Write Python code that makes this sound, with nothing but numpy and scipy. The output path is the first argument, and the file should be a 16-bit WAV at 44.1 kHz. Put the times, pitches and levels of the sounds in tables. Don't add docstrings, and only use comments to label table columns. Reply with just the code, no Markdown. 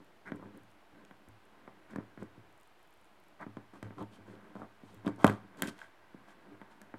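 import sys
import numpy as np
from scipy import signal
from scipy.fft import rfft, irfft, next_fast_len
from scipy.io import wavfile
from scipy.ndimage import uniform_filter1d

SR = 44100
rng = np.random.default_rng(int(sys.argv[2]) if len(sys.argv) > 2 else 0)


def bounce(signal):
    frames = np.transpose(np.atleast_2d(signal))
    limited = np.clip(frames, -1, 1)
    pcm = np.round(limited * 32767).astype(np.int16)
    wavfile.write(sys.argv[1], SR, pcm)


def invert_db(level):
    return 10 ** (np.asarray(level, dtype=float) / 20)


N = 307818

# start_s, rim_level_db, panel_level_db, cavity_level_db, edge_level_db
BLOWS = [(0.002, -52, -48, -68.5, -75), (0.319, -29, -29, -54.5, -42.5), (0.396, -41, -44.5, -70, -72),
         (0.415, -54, -48, -64, -71), (0.426, -39, -43.5, -64, -77), (0.456, -51, -45.5, -66, -56),
         (0.52, -65, -58, -62, -77), (0.6, -59, -58, -53.5, -74), (0.915, -65, -63, -58.5, -75),
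         (1.11, -44.5, -49.5, -65, -54.5), (1.277, -71, -49, -52.5, -67), (1.677, -35, -42.5, -66, -54.5),
         (1.934, -44, -40.5, -55, -55), (1.959, -29.5, -31, -57, -46), (1.984, -38, -28.5, -53.5, -50),
         (2.175, -44, -42, -50.5, -53.5), (2.224, -38, -34.5, -53, -57), (2.377, -63, -47.5, -50.5, -74),
         (3.465, -38, -35, -46, -61), (3.569, -34.5, -34.5, -55, -49), (3.735, -46, -46, -66, -80),
         (3.827, -37.5, -36.5, -41, -45.5), (3.906, -41, -41, -65, -55), (3.983, -36, -44, -65, -62),
         (4.006, -58, -50, -46.5, -63), (4.188, -63, -47, -55, -72), (4.284, -60, -55, -51.5, -72),
         (4.554, -34, -39.5, -63, -63), (4.564, -36, -40.5, -59, -64), (4.598, -43, -44, -72, -66),
         (4.618, -31.5, -40.5, -72, -68), (4.631, -38, -46, -71, -59), (4.834, -51, -43.5, -56, -71),
         (4.95, -57, -51, -51, -74), (5.048, -41, -40, -60, -63), (5.066, -33, -22, -50, -42),
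         (5.076, -28.5, -27, -48, -39.5), (5.182, -40, -46, -51.5, -77), (5.244, -2, -8, -33.5, -21),
         (5.265, -32, -32, -38.5, -42), (5.278, -22, -39, -46, -37.5), (5.297, -53, -23.5, -59, -36),
         (5.621, -23, -29, -58, -31.5), (5.632, -43, -28, -48.5, -34), (5.68, -47, -31, -62, -45),
         (5.789, -50, -72, -84, -56), (5.816, -53, -75, -75.5, -47.5), (5.824, -48, -75.5, -74, -66),
         (6.145, -49, -40, -60, -72), (6.52, -62, -58, -60, -72), (6.615, -39.5, -45, -69, -55.5),
         (6.815, -49.5, -51, -60, -53), (6.94, -34, -38, -55, -47)]
# start_s, touch_level_db, pitch_hz, wire_ring_level_db
TIP_TOUCHES = [(0.319, -59, 6130, -48.5), (0.3604, -56, 9040, -75), (0.575, -50, 11350, -72),
               (1.05, -49, 5600, -55.5), (1.11, -60, 13900, -59), (1.2863, -51.5, 10600, -74),
               (1.9086, -54.5, 5010, -64), (1.96, -45, 5000, -70), (2.23, -48, 6370, -69),
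               (2.6115, -55, 12000, -77), (2.632, -53, 8380, -75), (2.7925, -58, 8100, -77),
               (2.9274, -59, 8380, -77), (3.014, -59, 8500, -75), (3.055, -58, 7480, -75),
               (3.412, -52.5, 5200, -76), (3.569, -57, 5200, -56), (3.8283, -38.5, 5000, -47.5),
               (3.984, -62, 5200, -54), (4.004, -62, 5200, -57.5), (3.994, -64, 5200, -58),
               (4.016, -64, 5200, -56), (4.0257, -49, 8960, -55), (4.353, -63, 5200, -56.5),
               (4.554, -54, 5200, -61), (4.9448, -49.5, 11100, -73), (5.062, -44.5, 5170, -47),
               (5.0674, -56, 5370, -38.5), (5.078, -39.5, 4870, -45.5), (5.1607, -50.5, 6800, -73),
               (5.245, -21, 7100, -25.5), (5.267, -25, 7900, -28.5), (5.2768, -30, 5410, -31),
               (5.2972, -37.5, 9600, -41), (5.5727, -49, 5170, -66), (5.6215, -16.5, 9100, -24.5),
               (5.6735, -33, 6700, -43), (5.7805, -53, 6000, -57), (5.7902, -48, 6200, -54),
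               (5.815, -62, 5170, -56), (6.6149, -60, 7500, -61), (6.8163, -41.5, 5560, -58)]
# pitch_hz, level_db, t60_s
CAVITY_MODES = [(65, -20, .1), (108, -4, .22)]
PANEL_MODES = [(162, -11, 0.034), (212.3, -1.5, 0.064), (262, -5.5, 0.057), (275, 0, 0.066),
               (320, 0, 0.049), (400, -2.5, 0.046), (528.7, -9, 0.083)]
RIM_MODES = [(646, 2, 0.025), (768, -4, 0.05), (896, -1, 0.046), (1030, 4, 0.025), (1183, 5, 0.014),
             (1332, -5.5, 0.043)]
EDGE_MODES = [(1565, -0.5, 0.012), (1754, -4, 0.013), (1880, -3.5, 0.011), (2320, -10.5, 0.007)]
WIRE_MODES = [(2470, 0, 0.0073), (3190, 0, 0.011), (3690, -1.5, 0.0073), (4080, -6, 0.0068),
              (4444, -10, .008)]


def rms_one(x):
    return x / np.sqrt(np.mean(x ** 2) + 1e-20)


def coloured(spectrum):
    hz, level_db = np.transpose(spectrum)
    log_hz = np.log(np.arange(N // 2 + 1) * SR / N + 1)
    gain = invert_db(np.interp(log_hz, np.log(hz), level_db, -80, -80))
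    return rms_one(irfft(rfft(rng.standard_normal(N)) * gain, N))


def room_hiss():
    # pitch_hz, density_db_per_hz
    hiss_spectrum = [(15, -28), (25, -11), (32, -11), (76, 0), (249, -11), (335, 0), (416, -2), (451, -3.5),
                     (659, 0), (887, -1), (2910, -10.5), (6380, -24.5), (12200, -27), (16000, -33.5)]
    return invert_db(-65.5) * coloured(hiss_spectrum)


def room_answer(x):
    t60_s, wall_cut_hz, gain_db = 0.3, 8200, -26.5
    size = next_fast_len(N + SR // 2)
    turn = np.exp(-2j * np.pi * np.arange(size // 2 + 1) / size)
    dull = np.exp(-2 * np.pi * wall_cut_hz / SR)
    low_pass = (1 - dull) / (1 - dull * turn)
    answer = 0
    lags = (rng.uniform(0.0088, 0.021, 12) * SR).astype(int)
    for k, lag in enumerate(lags):
        loop = invert_db(-60 * lag / SR / t60_s) * low_pass * turn ** lag
        answer = answer + (-1) ** k * loop / (1 - loop)
    for lag in (47, 113, 241):
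        answer = answer * (turn ** lag - .65) / (1 - .65 * turn ** lag)
    return invert_db(gain_db) * irfft(rfft(x, size) * answer, size)[:N]


def soften(x, hz):
    r = np.exp(-2 * np.pi * hz / SR)
    return signal.lfilter([(1 - r) ** 2], [1, -2 * r, r * r], x + 1e-18)


def ring(clicks, hz, t60):
    r = invert_db(-60 / (max(t60, .002) * SR))
    w = 2 * np.pi * min(hz, 18000) / SR
    return signal.lfilter([0, np.sin(w)], [1, -2 * r * np.cos(w), r * r], clicks + 1e-18)


def grains(per_s, spread_db):
    sizes = invert_db(spread_db * np.minimum(rng.exponential(1, N), 5))
    signs = rng.choice([-1, 1], N)
    return sizes * signs * (rng.random(N) < per_s / SR)


def struck(seconds, blow_db, modes, scatter_db, contact_hz, broad):
    at = np.round(seconds * SR).astype(int)
    out = np.zeros(N)
    chance = rng.standard_normal((len(at), len(modes)))
    for k, (hz, level_db, t60) in enumerate(modes):
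        sign = 1 if broad else (-1) ** k
        clicks = np.zeros(N)
        clicks[at] = sign * invert_db(blow_db + level_db + scatter_db * chance[:, k])
        out += ring(clicks, hz, t60)
    low_cut = signal.butter(4, .9 * modes[0][0], "high", fs=SR, output="sos")
    return signal.sosfilt(low_cut, soften(out, contact_hz))


def rubbed(effort, modes, per_s, spread_db, contact_hz):
    def body(force):
        soft = soften(force, contact_hz)
        return sum((-1) ** k * invert_db(db) * ring(soft, hz, t60) for k, (hz, db, t60) in enumerate(modes))
    one_slip = body(np.arange(SR // 2) == 0)
    slips = rms_one(grains(per_s, spread_db)) * effort
    return body(slips) / np.sqrt(np.sum(one_slip ** 2))


def strokes():
    # start_s, length_s, panel_level_db, rim_level_db, edge_level_db, slide_level_db (ahead of any trim)
    scrape_rows = [(0.248, 0.065, -50.5, -54.5, -49.5, -74.5), (0.394, 0.1, -68, -69, -89, -88),
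                   (0.523, 0.071, -56.5, -70, -83, -87), (0.93, 0.13, -65, -74, -72, -93),
                   (1.475, 0.28, -69, -79, -82, -100), (1.877, 0.081, -57, -66, -64, -77.5),
                   (2.183, 0.061, -50.5, -63, -68, -77), (3.387, 0.066, -50.5, -45.5, -52, -79),
                   (3.715, 0.085, -61, -61, -68, -75.5), (3.828, 0.073, -53, -64, -66, -87),
                   (3.959, 0.095, -41, -48.5, -64, -74.5), (4.102, 0.093, -74, -75, -78, -71.5),
                   (4.236, 0.14, -58, -66.5, -73, -77.5), (4.395, 0.15, -69, -80, -84, -88),
                   (4.537, 0.13, -60, -70, -78, -79.5), (4.787, 0.24, -72, -78, -94, -77),
                   (5.037, 0.071, -43.5, -48, -67, -70), (5.18, 0.1, -55, -46, -58, -64.5),
                   (5.569, 0.057, -48, -63.5, -65.5, -67), (5.664, 0.041, -67.5, -55.5, -52.5, -54.5),
                   (5.745, 0.16, -85, -77, -68, -74), (6.255, 0.09, -76, -68, -72, -74),
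                   (6.415, 0.18, -62.5, -72, -85, -104), (6.693, 0.052, -69, -64, -69, -76)]
    effort = np.zeros((5, N))
    t = np.arange(N) / SR
    for start, length, *level_db in scrape_rows:
        span = slice(round(start * SR), round((start + length) * SR))
        swell = np.sin(np.pi * np.clip((t[span] - start) / length, 0, 1)) ** 1.45
        effort[:4, span] += np.outer(invert_db(level_db), swell)
    return effort


def shudders():
    # below_blow_db, t60_s
    shudder_rows = [(17, 0.15), (23.76, 0.16), (16, 0.15), (37.8, 0.25), (3, 0.29)]
    s, rim_db, panel_db, cavity_db, edge_db = np.transpose(BLOWS)
    tick_s, tick_db, _, _ = np.transpose(TIP_TOUCHES)
    effort = np.zeros((5, N))
    causes = [(s, panel_db), (s, rim_db), (s, edge_db), (tick_s, tick_db), (s, cavity_db)]
    for k, ((when, db), (below_db, t60)) in enumerate(zip(causes, shudder_rows)):
        effort[k, np.round(when * SR).astype(int)] = invert_db(db - below_db)
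        effort[k] = signal.lfilter([1], [1, -invert_db(-60 / (t60 * SR))], effort[k] + 1e-18)
    return effort


def rocking(effort):
    rise_hz, wander_hz, rumble_db = 21, 2.19, -5.5
    wander = rms_one(soften(rng.standard_normal(N), 3.16))
    phase = 2 * np.pi * np.cumsum(CAVITY_MODES[1][0] + wander_hz * wander) / SR
    bob = np.sqrt(2) * soften(effort, rise_hz) * np.sin(phase)
    rumble = rubbed(effort * invert_db(rumble_db), CAVITY_MODES, 600, spread_db=-1.0, contact_hz=119.9)
    return bob + rumble


def prying():
    # time_s, creak_level_db, grind_level_db (grind ahead of its trims)
    pressure = [(0.0, -68, -66), (0.23, -73.5, -72), (0.33, -53.5, -64), (0.6, -66.5, -63.5),
                (0.84, -72.5, -75), (0.95, -66.5, -64.5), (1.32, -71, -67), (1.46, -75.5, -66.5),
                (1.85, -67, -61.5), (2.44, -69, -64.5), (2.7, -78.5, -73), (3.34, -72.5, -69),
                (3.6, -73, -68), (4.1, -64.5, -65), (4.45, -60, -58), (4.76, -71, -64.5),
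                (4.98, -61.5, -60), (5.44, -61.5, -62.5), (5.6, -62, -55.5), (5.85, -78, -62),
                (6.1, -73.5, -62), (6.2, -66, -59.5), (6.98, -67, -62)]
    # pitch_hz, density_db_per_hz
    slide_spectrum = [(2500, -22), (4000, 5), (6000, 1.5), (9000, 1.5), (12000, -8.5), (15500, -13)]
    time_s, creak_db, grind_db = np.transpose(pressure)
    t = np.arange(N) / SR
    creak_db = np.interp(t, time_s, creak_db)
    grind_db = np.interp(t, time_s, grind_db)
    panel, rim, edge, skin, cavity = strokes() + shudders()
    flicker = rms_one(uniform_filter1d(np.abs(grains(360, spread_db=0.0)), size=60))
    slide = skin * rms_one(coloured(slide_spectrum) * (0.5 + 0.22 * flicker))
    creak = rubbed(invert_db(creak_db) + panel, PANEL_MODES, 1200, spread_db=3.5, contact_hz=530)
    rim_grind = rubbed(invert_db(grind_db - 9.0) + rim, RIM_MODES, 1300, spread_db=3.5, contact_hz=1930)
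    edge_grind = rubbed(invert_db(grind_db - 10.0) + edge, EDGE_MODES, 1500, spread_db=3.0, contact_hz=5000)
    wire = rubbed(skin * invert_db(1.5), WIRE_MODES, 2300, spread_db=3, contact_hz=8000)
    return rocking(cavity) + creak + rim_grind + edge_grind + wire + slide


def probing():
    # start_s, end_s, touches (count)
    probe_spans = [(0.03, 0.06, 1), (0.34, 0.38, 2), (0.62, 0.76, 3), (1.45, 1.49, 1), (2.49, 2.7, 4),
                   (2.82, 3.05, 6), (3.16, 3.29, 3)]
    touch_db, low_hz, high_hz = -58.5, 7200, 12500
    rows = []
    for start, end, count in probe_spans:
        for k, (when, place) in enumerate(rng.random((count, 2))):
            touch_s = start + (end - start) * (k + when) / count
            rows.append((touch_s, touch_db, low_hz * (high_hz / low_hz) ** place))
    return rows


def ticks():
    # pitch_hz, level_db, t60_s
    steel_modes = [(5050, -46, .004), (6800, -6, .004), (8140, 1.5, 0.0032), (9220, 2, 0.0027),
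                   (11650, -0.5, 0.0033), (13800, -16, .003)]
    touches = [row[:3] for row in TIP_TOUCHES] + probing()
    s, touch_db, _ = np.transpose(touches)
    wire_s, _, _, wire_db = np.transpose(TIP_TOUCHES)
    out = struck(s, touch_db - 9, steel_modes, scatter_db=2.5, contact_hz=12000, broad=False)
    out = out + struck(wire_s, wire_db, WIRE_MODES, scatter_db=2.0, contact_hz=5800, broad=False)
    t = np.arange(round(.012 * SR)) / SR
    for start, db, hz in touches:
        grit = rng.standard_normal(len(t)) * invert_db(db - 4.5 - 60 * t / 0.0094)
        band = signal.butter(2, [hz / 1.4, min(hz * 1.4, 15000)], "band", fs=SR)
        at = round(start * SR)
        out[at:at + len(t)] += signal.lfilter(*band, grit)
    return out


def knocks():
    s, rim_db, panel_db, cavity_db, edge_db = np.transpose(BLOWS)
    boom = struck(s, cavity_db - 0.5, CAVITY_MODES, scatter_db=2.5, contact_hz=90.8, broad=True)
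    thud = struck(s, panel_db - 5.5, PANEL_MODES, scatter_db=0.5, contact_hz=500, broad=True)
    rim_crack = struck(s, rim_db - 14, RIM_MODES, scatter_db=4, contact_hz=1770, broad=True)
    edge_crack = struck(s, edge_db + 10.5, EDGE_MODES, scatter_db=3.5, contact_hz=3960, broad=False)
    return boom + thud + rim_crack + edge_crack


def scene():
    box = knocks() + ticks() + prying()
    low_cut = signal.butter(2, 55, "high", fs=SR, output="sos")
    box = signal.sosfilt(low_cut, box)
    return (box + room_answer(box) + room_hiss())[None]


def top_cut(x):
    return signal.sosfilt(signal.butter(12, 16600, fs=SR, output="sos"), x)


def record(dry):
    mix = dry + .0006
    return top_cut(mix)


dry = scene()
out = record(dry)
bounce(out)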